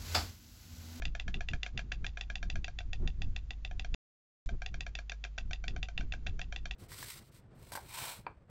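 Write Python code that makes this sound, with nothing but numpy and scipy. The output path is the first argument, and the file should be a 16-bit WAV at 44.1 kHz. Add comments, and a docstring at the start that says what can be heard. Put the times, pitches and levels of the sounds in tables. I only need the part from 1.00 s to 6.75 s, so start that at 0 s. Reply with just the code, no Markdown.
"""From the start, a gusty breeze buffets the microphone of a nest camera that hums with the mains.
At once two white storks clatter their bills, seven to eight knocks a second, in and out of step.
Each knock is a double touch that rings bill and throat pouch; the nest scatters it, a roof echoes it.
The deeper bird rests from 1.8 to 2.7 s. Near 3 s all sound cuts out for half a second,
then it returns with a faint tick, and both birds clatter on to the end."""
import sys
import numpy as np
from scipy import signal
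from scipy.fft import rfft, irfft, next_fast_len
from scipy.io import wavfile
from scipy.ndimage import uniform_filter1d, map_coordinates

SR = 44100
rng = np.random.default_rng(int(sys.argv[2]) if len(sys.argv) > 2 else 0)


def int16_out(signal):
    """Quantize to a 16-bit WAV file."""
    q = np.round(np.clip(np.atleast_2d(signal).T, -1, 1) * 32767)
    wavfile.write(sys.argv[1], SR, q.astype(np.int16))


N = 253575

# the tones of the mains hum: f/Hz, level/dB
HUM_TONES = [(50, -44), (150, -68.5)]
# tone colour of the air's hiss and the wind's rumble, flutter and rasp: f/Hz, relative level/dB
HISS_COLOUR = [(100, -13.5), (300, 2), (700, -3), (1200, -6.5), (2500, -7.5), (4500, -11.5), (7000, -15),
               (9000, -31.5)]
RUMBLE_COLOUR = [(8, 0), (18, 6.5), (30, 3), (50, -6.5), (80, -7.5), (120, -25.5), (200, -44), (400, -68.5)]
FLUTTER_COLOUR = [(50, -35.5), (90, 1), (130, 0.5), (250, -11), (400, -22), (700, -45), (1300, -38.5),
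                  (7000, -74)]
RASP_COLOUR = [(100, -27), (250, -3), (370, 5), (550, -6.5), (750, -9), (1200, -27.5), (2500, -31.5),
               (7000, -43)]
# strength of the breeze between gusts: t/s, relative rumble level/dB, relative flutter level/dB
BREEZE = [(0, -44, -61), (0.2, -45, -65), (0.67, -47, -63), (0.92, -46, -53), (1.18, -51, -66.5),
          (1.5, -45, -58.5), (1.76, -48, -64), (2.12, -42.5, -57.5), (2.58, -49, -63.5), (2.78, -42.5, -60),
          (3.62, -42.5, -67.5), (3.72, -42, -54), (3.87, -46, -58), (4.05, -58.5, -72), (4.2, -62, -68),
          (4.55, -49.5, -66.5), (4.88, -49, -65), (5.22, -46, -56), (5.55, -47.5, -59),
          (5.75, -47.5, -64.5)]
# single gusts: peak t/s, length/s, relative rumble level/dB, relative flutter level/dB
GUSTS = [(0.075, 0.084, -37.5, -51), (0.287, 0.056, -37.5, -47.5), (0.372, 0.06, -35, -46),
         (0.539, .06, -35.5, -44.5), (0.761, 0.051, -42, -47), (0.852, 0.047, -50.5, -51),
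         (1.029, .1, -40, -50.5), (1.463, 0.099, -40, -52.5), (1.571, 0.068, -35, -46),
         (1.897, 0.092, -38, -55), (2.04, 0.1, -32, -42), (2.203, 0.044, -39, -47.5),
         (2.274, .1, -33, -51.5), (2.926, 0.058, -35, -57), (3.47, 0.053, -42.5, -52.5),
         (3.534, 0.058, -37, -45.5), (4.476, 0.11, -38.5, -52.5), (4.73, 0.18, -40.5, -50.5),
         (5.017, .1, -36.5, -47), (5.342, 0.13, -38.5, -52)]
# narrow notches in the tone colour, the deepest near 3 kHz: f/Hz, width/Hz, level/dB
TONE_NOTCHES = [(2953, 62, -14), (4160, 91, -2), (5430, 200, -8.5)]

# each bird's beat, one list for each run of knocks: t/s, knocks since the run began
DEEP_RUNS = [
    [(0.0216, 0), (0.2803, 2), (0.5346, 4), (0.7921, 6), (1.0447, 8), (1.5567, 12), (1.8053, 14)],
    [(2.7119, 0), (2.847, 1), (3.6196, 7), (3.9887, 10), (4.6405, 15), (5.0092, 18), (5.3936, 21),
     (5.6561, 23)],
]
SHARP_RUNS = [
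    [(0.0535, 0), (0.9204, 6), (1.5004, 10), (2.5066, 17), (2.649, 18), (2.9421, 20)],
    [(3.6618, 0), (3.9524, 2), (4.3837, 5), (4.9777, 9), (5.1227, 10), (5.5614, 13), (5.7102, 14)],
]
# how the knocks change as the head moves: t/s, relative level/dB, pouch f/Hz, brightness/dB
DEEP_EFFORT = [(0.02, -43.5, 1647, 0.5), (0.601, -42, 1618, 1.5), (1.101, -41.8, 1614, -4.5),
               (1.43, -44, 1587, 3), (1.681, -47, 1584, 5.5), (1.8, -52.5, 1505, 1),
               (2.711, -52.5, 1650, 0.5), (2.85, -48, 1590, 6.5), (3.49, -46.5, 1520, 4),
               (3.75, -46.5, 1594, 5.5), (4.1, -45, 1593, 5.5), (4.5, -47.5, 1500, 5),
               (5.001, -49, 1490, 5), (5.351, -46, 1617, 4), (5.66, -43.5, 1590, 4.5)]
SHARP_EFFORT = [(0.05, -40, 1970, 0), (0.34, -41, 1965, -8), (0.632, -37.5, 1974, -2),
                (0.949, -40.5, 1900, -0.5), (1.45, -42, 1930, 2), (2.05, -42.5, 1877, -1.5),
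                (2.362, -43.5, 1907, 0), (2.581, -43, 1950, -2.5), (2.94, -43, 1940, 1.5),
                (3.799, -43, 1896, 2.5), (4.15, -43.5, 1890, 1), (4.68, -40, 1910, 1),
                (5.001, -39, 1915, -7.5), (5.419, -42.5, 1900, -1.5), (5.71, -41.5, 1910, -5)]
# the tones that ring in each bill and throat: f/Hz, relative level/dB, 60 dB fade time/s
DEEP_TONES = [(707.3, -5, 0.039), (1496, -3, 0.014), (1681, 8.5, 0.023), (2203, 5, 0.013), (2405, 8, 0.016),
              (3235, 2.5, 0.016), (3580, -1, 0.027), (3906, -12, 0.017), (4340, -8, 0.037),
              (4980, -7, 0.0078), (5706, 1, 0.013), (6400, -14.5, 0.012)]
SHARP_TONES = [(754, -7, 0.047), (1670, -15, 0.034), (1877, 5.5, 0.028), (2650, -10, 0.01),
               (2657, 14, 0.02), (3451, -1.5, 0.022), (3521, 10, 0.022), (3940, -2, 0.018),
               (4770, 2.5, 0.015), (5425, -4, 0.026), (5900, -4.5, 0.026), (6652, -1.5, 0.015)]
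# tone colour of the sound scattered by twigs and tiles: f/Hz, relative level/dB
SCATTER_COLOUR = [(150, -25.5), (400, 6), (800, -1), (1500, -3), (2700, -4.5), (5000, -3), (7500, -10)]
# how long that scattered sound lasts: f/Hz, 60 dB fade time/s
SCATTER_FADE = [(300, 0.077), (800, 0.098), (2500, 0.092), (7000, .1)]
# what the tiled roof sends back: f/Hz, relative level/dB
ROOF_COLOUR = [(700, -12.5), (1800, -13), (2700, 2), (7000, -9.5)]

SWAY_DB, SWAYS_PER_S = 2.5, 14  # unsteadiness of the breeze
FLUTTER_STEEPNESS = 1.8  # above 1, a gust's flutter comes and goes faster than its rumble
SCATTER_RISE_S, ROOF_DELAY_S = .007, .0267
SECOND_BOUNCE_DELAY_S, SECOND_BOUNCE_DB = 0.043, -20.5  # a second bounce off the roof, compared with the first
GAP_START_S, GAP_END_S = 2.9475, 3.46
TREBLE_LIMIT_HZ = 7480


def amp(db):
    """Turn decibels into a number to multiply by."""
    return 10 ** (np.asarray(db) / 20)


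def along(points, hz):
    """Read a table of (f/Hz, value) at hz, giving every octave the same room."""
    f, values = np.transpose(points)
    return np.interp(np.log(hz + 1), np.log(f + 1), values)


def curves(rows, times):
    """Read each column after the first at the given times."""
    row_times, *columns = np.transpose(rows)
    return [np.interp(times, row_times, column) for column in columns]


def wobble(rate):
    """A smooth curve through `rate` random values a second."""
    values = rng.standard_normal(int(N * rate / SR) + 4)
    return map_coordinates(values, [np.arange(N) * rate / SR])


def filtered(x, response):
    """Turn each frequency in x up or down by response(hz)."""
    size = next_fast_len(len(x) + SR // 10)
    hz = np.fft.rfftfreq(size, 1 / SR)
    return irfft(rfft(x, size) * response(hz), size)[:len(x)]


def noise(colour, size=N):
    """Noise with the given tone colour and an average power of 1."""
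    x = filtered(rng.standard_normal(size), lambda hz: amp(along(colour, hz)))
    return x / np.sqrt(np.mean(x ** 2) + 1e-20)


def steadied(x, seconds):
    """Even out the slow swells in x."""
    power = uniform_filter1d(x ** 2, int(seconds * SR))
    return x / np.sqrt(np.abs(power) + 1e-6)


def add(track, start_s, sound):
    """Mix a sound into the track from start_s on."""
    part = track[max(round(start_s * SR), 0):][:len(sound)]
    part += sound[:len(part)]


def airflow():
    """Rumble and flutter levels in dB: a swaying breeze plus a smooth swell for each gust."""
    t = np.arange(N) / SR
    breeze_db = np.array(curves(BREEZE, t)) + SWAY_DB * wobble(SWAYS_PER_S)
    rumble_power, flutter_power = amp(breeze_db) ** 2
    for peak_s, length_s, rumble_db, flutter_db in GUSTS:
        swell = np.exp(-(2 * (t - peak_s) / length_s) ** 2)
        rumble_power += amp(rumble_db) ** 2 * swell
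        flutter_power += amp(flutter_db) ** 2 * swell ** FLUTTER_STEEPNESS
    return 10 * np.log10([rumble_power, flutter_power])


def wind():
    """Gusts push on the microphone; strong ones break into swirls that flutter and rasp."""
    rumble_db, flutter_db = airflow()
    rumble = amp(rumble_db + 2.68) * steadied(noise(RUMBLE_COLOUR), seconds=.06)
    swirls = amp(1.5 * wobble(rate=60)) * steadied(noise(FLUTTER_COLOUR), seconds=.04)
    flutter = amp(flutter_db + 1.48) * swirls
    # small swirls grow faster than large ones, so strong gusts are brighter
    rasp_db = 1.7 * (flutter_db + 41) + 2.5 * wobble(rate=90) - 53.5
    rasp = amp(rasp_db) * noise(RASP_COLOUR)
    return rumble + flutter + rasp


def mains_hum():
    """Mains power makes the camera hum with steady low tones."""
    t = np.arange(N) / SR
    return sum(amp(db) * np.sqrt(2) * np.sin(2 * np.pi * (hz * t + rng.random()))
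               for hz, db in HUM_TONES)


def air_hiss():
    """The open air hisses faintly, a little louder and softer by turns."""
    return amp(-73 + wobble(rate=2.1)) * noise(HISS_COLOUR)


def notches(hz):
    """Turn down a few narrow bands of the sound, most of all near 3 kHz."""
    response = 1
    for centre, width, db in TONE_NOTCHES:
        band = 1j * hz * width / (centre ** 2 - hz ** 2 + 1j * hz * width)
        response = response * (1 - (1 - amp(db)) * band)
    return response


def beat(run):
    """The knock times of one run, evenly spaced between its rows."""
    times, counts = np.transpose(run)
    return np.interp(np.arange(counts[-1] + 1), counts, times)


def plan_knocks(runs, effort, throat_db, throat_evenness):
    """One bird's knocks as rows: t/s, relative level/dB, pouch f/Hz, hollowness/dB, brightness/dB."""
    times = np.concatenate([beat(run) for run in runs])
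    db, pouch_hz, bright_db = curves(effort, times)
    # the throat booms about equally for any force, so soft knocks sound hollower
    hollow_db = throat_db - throat_evenness * (db - db.mean())
    return np.transpose([times, db, pouch_hz, hollow_db, bright_db])


def bill_ring(tones, rest_hz, pouch_hz, hollow_db, bright_db, attack_s, vary_db):
    """The two halves of the bill meet, and bill and throat ring with quickly fading tones."""
    t = np.arange(SR // 20) / SR
    hz, db, fade_s = np.transpose(tones)
    # stretching the throat pouch retunes the tones near its own pitch
    nearness = np.exp(-(np.log(hz / rest_hz) / 0.38) ** 2)
    detune = 1 + .006 * rng.standard_normal(len(hz))
    tuned_hz = hz * (pouch_hz / rest_hz) ** nearness * detune
    # hollowness lifts the lowest tone, brightness the highest ones
    colour_db = along([(800, hollow_db), (1300, 0), (3300, 0), (4600, bright_db)], hz)
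    gains = amp(db + colour_db + vary_db * rng.standard_normal(len(hz)))
    waves = np.sin(2 * np.pi * tuned_hz[:, None] * t) * amp(-60 * t / fade_s[:, None])
    return gains @ waves * (1 - np.exp(-t / attack_s))


def bill_tick(t):
    """The hard edges of the bill meet with a tiny crack, over in about one vibration."""
    hz = 4200 * np.exp(.15 * rng.standard_normal())
    return np.sin(2 * np.pi * hz * t) * np.exp(-t / .00012)


def nest_scatter():
    """Twigs and tiles bounce sound back as a short tail, new each time, with a total energy of 1."""
    hz, t, bands = signal.stft(noise(SCATTER_COLOUR, size=SR // 6), SR, nperseg=128)
    fade = amp(-60 * t / along(SCATTER_FADE, hz)[:, None])
    _, tail = signal.istft(bands * fade, SR, nperseg=128)
    tail *= 1 - np.exp(-np.arange(len(tail)) / SR / SCATTER_RISE_S)
    return tail / np.linalg.norm(tail)


def echoes(cracks):
    """The roof colours the cracks it sends back; a second bounce off the roof answers later and more faintly."""
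    roof = filtered(cracks, lambda hz: amp(along(ROOF_COLOUR, hz)))
    second_bounce = np.zeros(N)
    add(second_bounce, SECOND_BOUNCE_DELAY_S, amp(SECOND_BOUNCE_DB) * roof)
    return roof + second_bounce


def stork(knocks, tones, rest_hz, bounce_s, bounce_gain, attack_s, vary_db,
          tick_db, bounce_tick_db, scatter_db, echo_db):
    """One bird clatters: each knock rings, bounces once, scatters in the nest and echoes."""
    direct, scattered, cracks = np.zeros((3, N))
    for start_s, db, pouch_hz, hollow_db, bright_db in knocks:
        ring = amp(db) * bill_ring(tones, rest_hz, pouch_hz, hollow_db, bright_db, attack_s, vary_db)
        t = np.arange(len(ring)) / SR
        knock = ring + amp(db + bright_db + tick_db) * bill_tick(t)
        # the halves of the bill spring apart and touch once more
        bounce = bounce_gain * ring + amp(db + bright_db + bounce_tick_db) * bill_tick(t)
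        add(knock, bounce_s, bounce)
        add(direct, start_s, knock)
        # the crack rattles back from the twigs, and a little of the ring with it
        add(scattered, start_s, amp(db + scatter_db) * nest_scatter())
        add(scattered, start_s, amp(-16) * signal.fftconvolve(knock, nest_scatter()))
        # mostly the first crack carries to the roof and back
        add(cracks, start_s + ROOF_DELAY_S, knock * (.15 + np.exp(-t / .0018)))
    return direct + scattered + amp(echo_db) * echoes(cracks)


def scene():
    """Wind, hum, hiss and both birds, mixed into one channel."""
    background = wind() + mains_hum() + air_hiss()
    deep_knocks = plan_knocks(DEEP_RUNS, DEEP_EFFORT, throat_db=5.5, throat_evenness=1.0)
    deep = stork(deep_knocks, DEEP_TONES, rest_hz=1628, bounce_s=.0013, bounce_gain=0.51,
                 attack_s=0.00026, vary_db=1.65, tick_db=8, bounce_tick_db=4,
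                 scatter_db=15, echo_db=-18)
    sharp_knocks = plan_knocks(SHARP_RUNS, SHARP_EFFORT, throat_db=0.14, throat_evenness=1.1)
    sharp = stork(sharp_knocks, SHARP_TONES, rest_hz=1858, bounce_s=.00127, bounce_gain=0.26,
                  attack_s=0.0003, vary_db=1.05, tick_db=3, bounce_tick_db=0,
                  scatter_db=12, echo_db=-15.5)
    return (background + deep + sharp)[None]


def record(dry):
    """The sound has narrow notches and no top treble; it cuts out once and returns with a tick."""
    t = np.arange(N) / SR
    sound_on = (t < GAP_START_S) | (t > GAP_END_S)
    heard = filtered(dry[0], notches) * sound_on
    return_tick = amp(-56) * np.exp(-t / .012) * rng.standard_normal(N)
    add(heard, GAP_END_S, return_tick)
    return filtered(heard, lambda hz: 1 / np.sqrt(1 + (hz / TREBLE_LIMIT_HZ) ** 100))[None]


dry = scene()
out = record(dry)
int16_out(out)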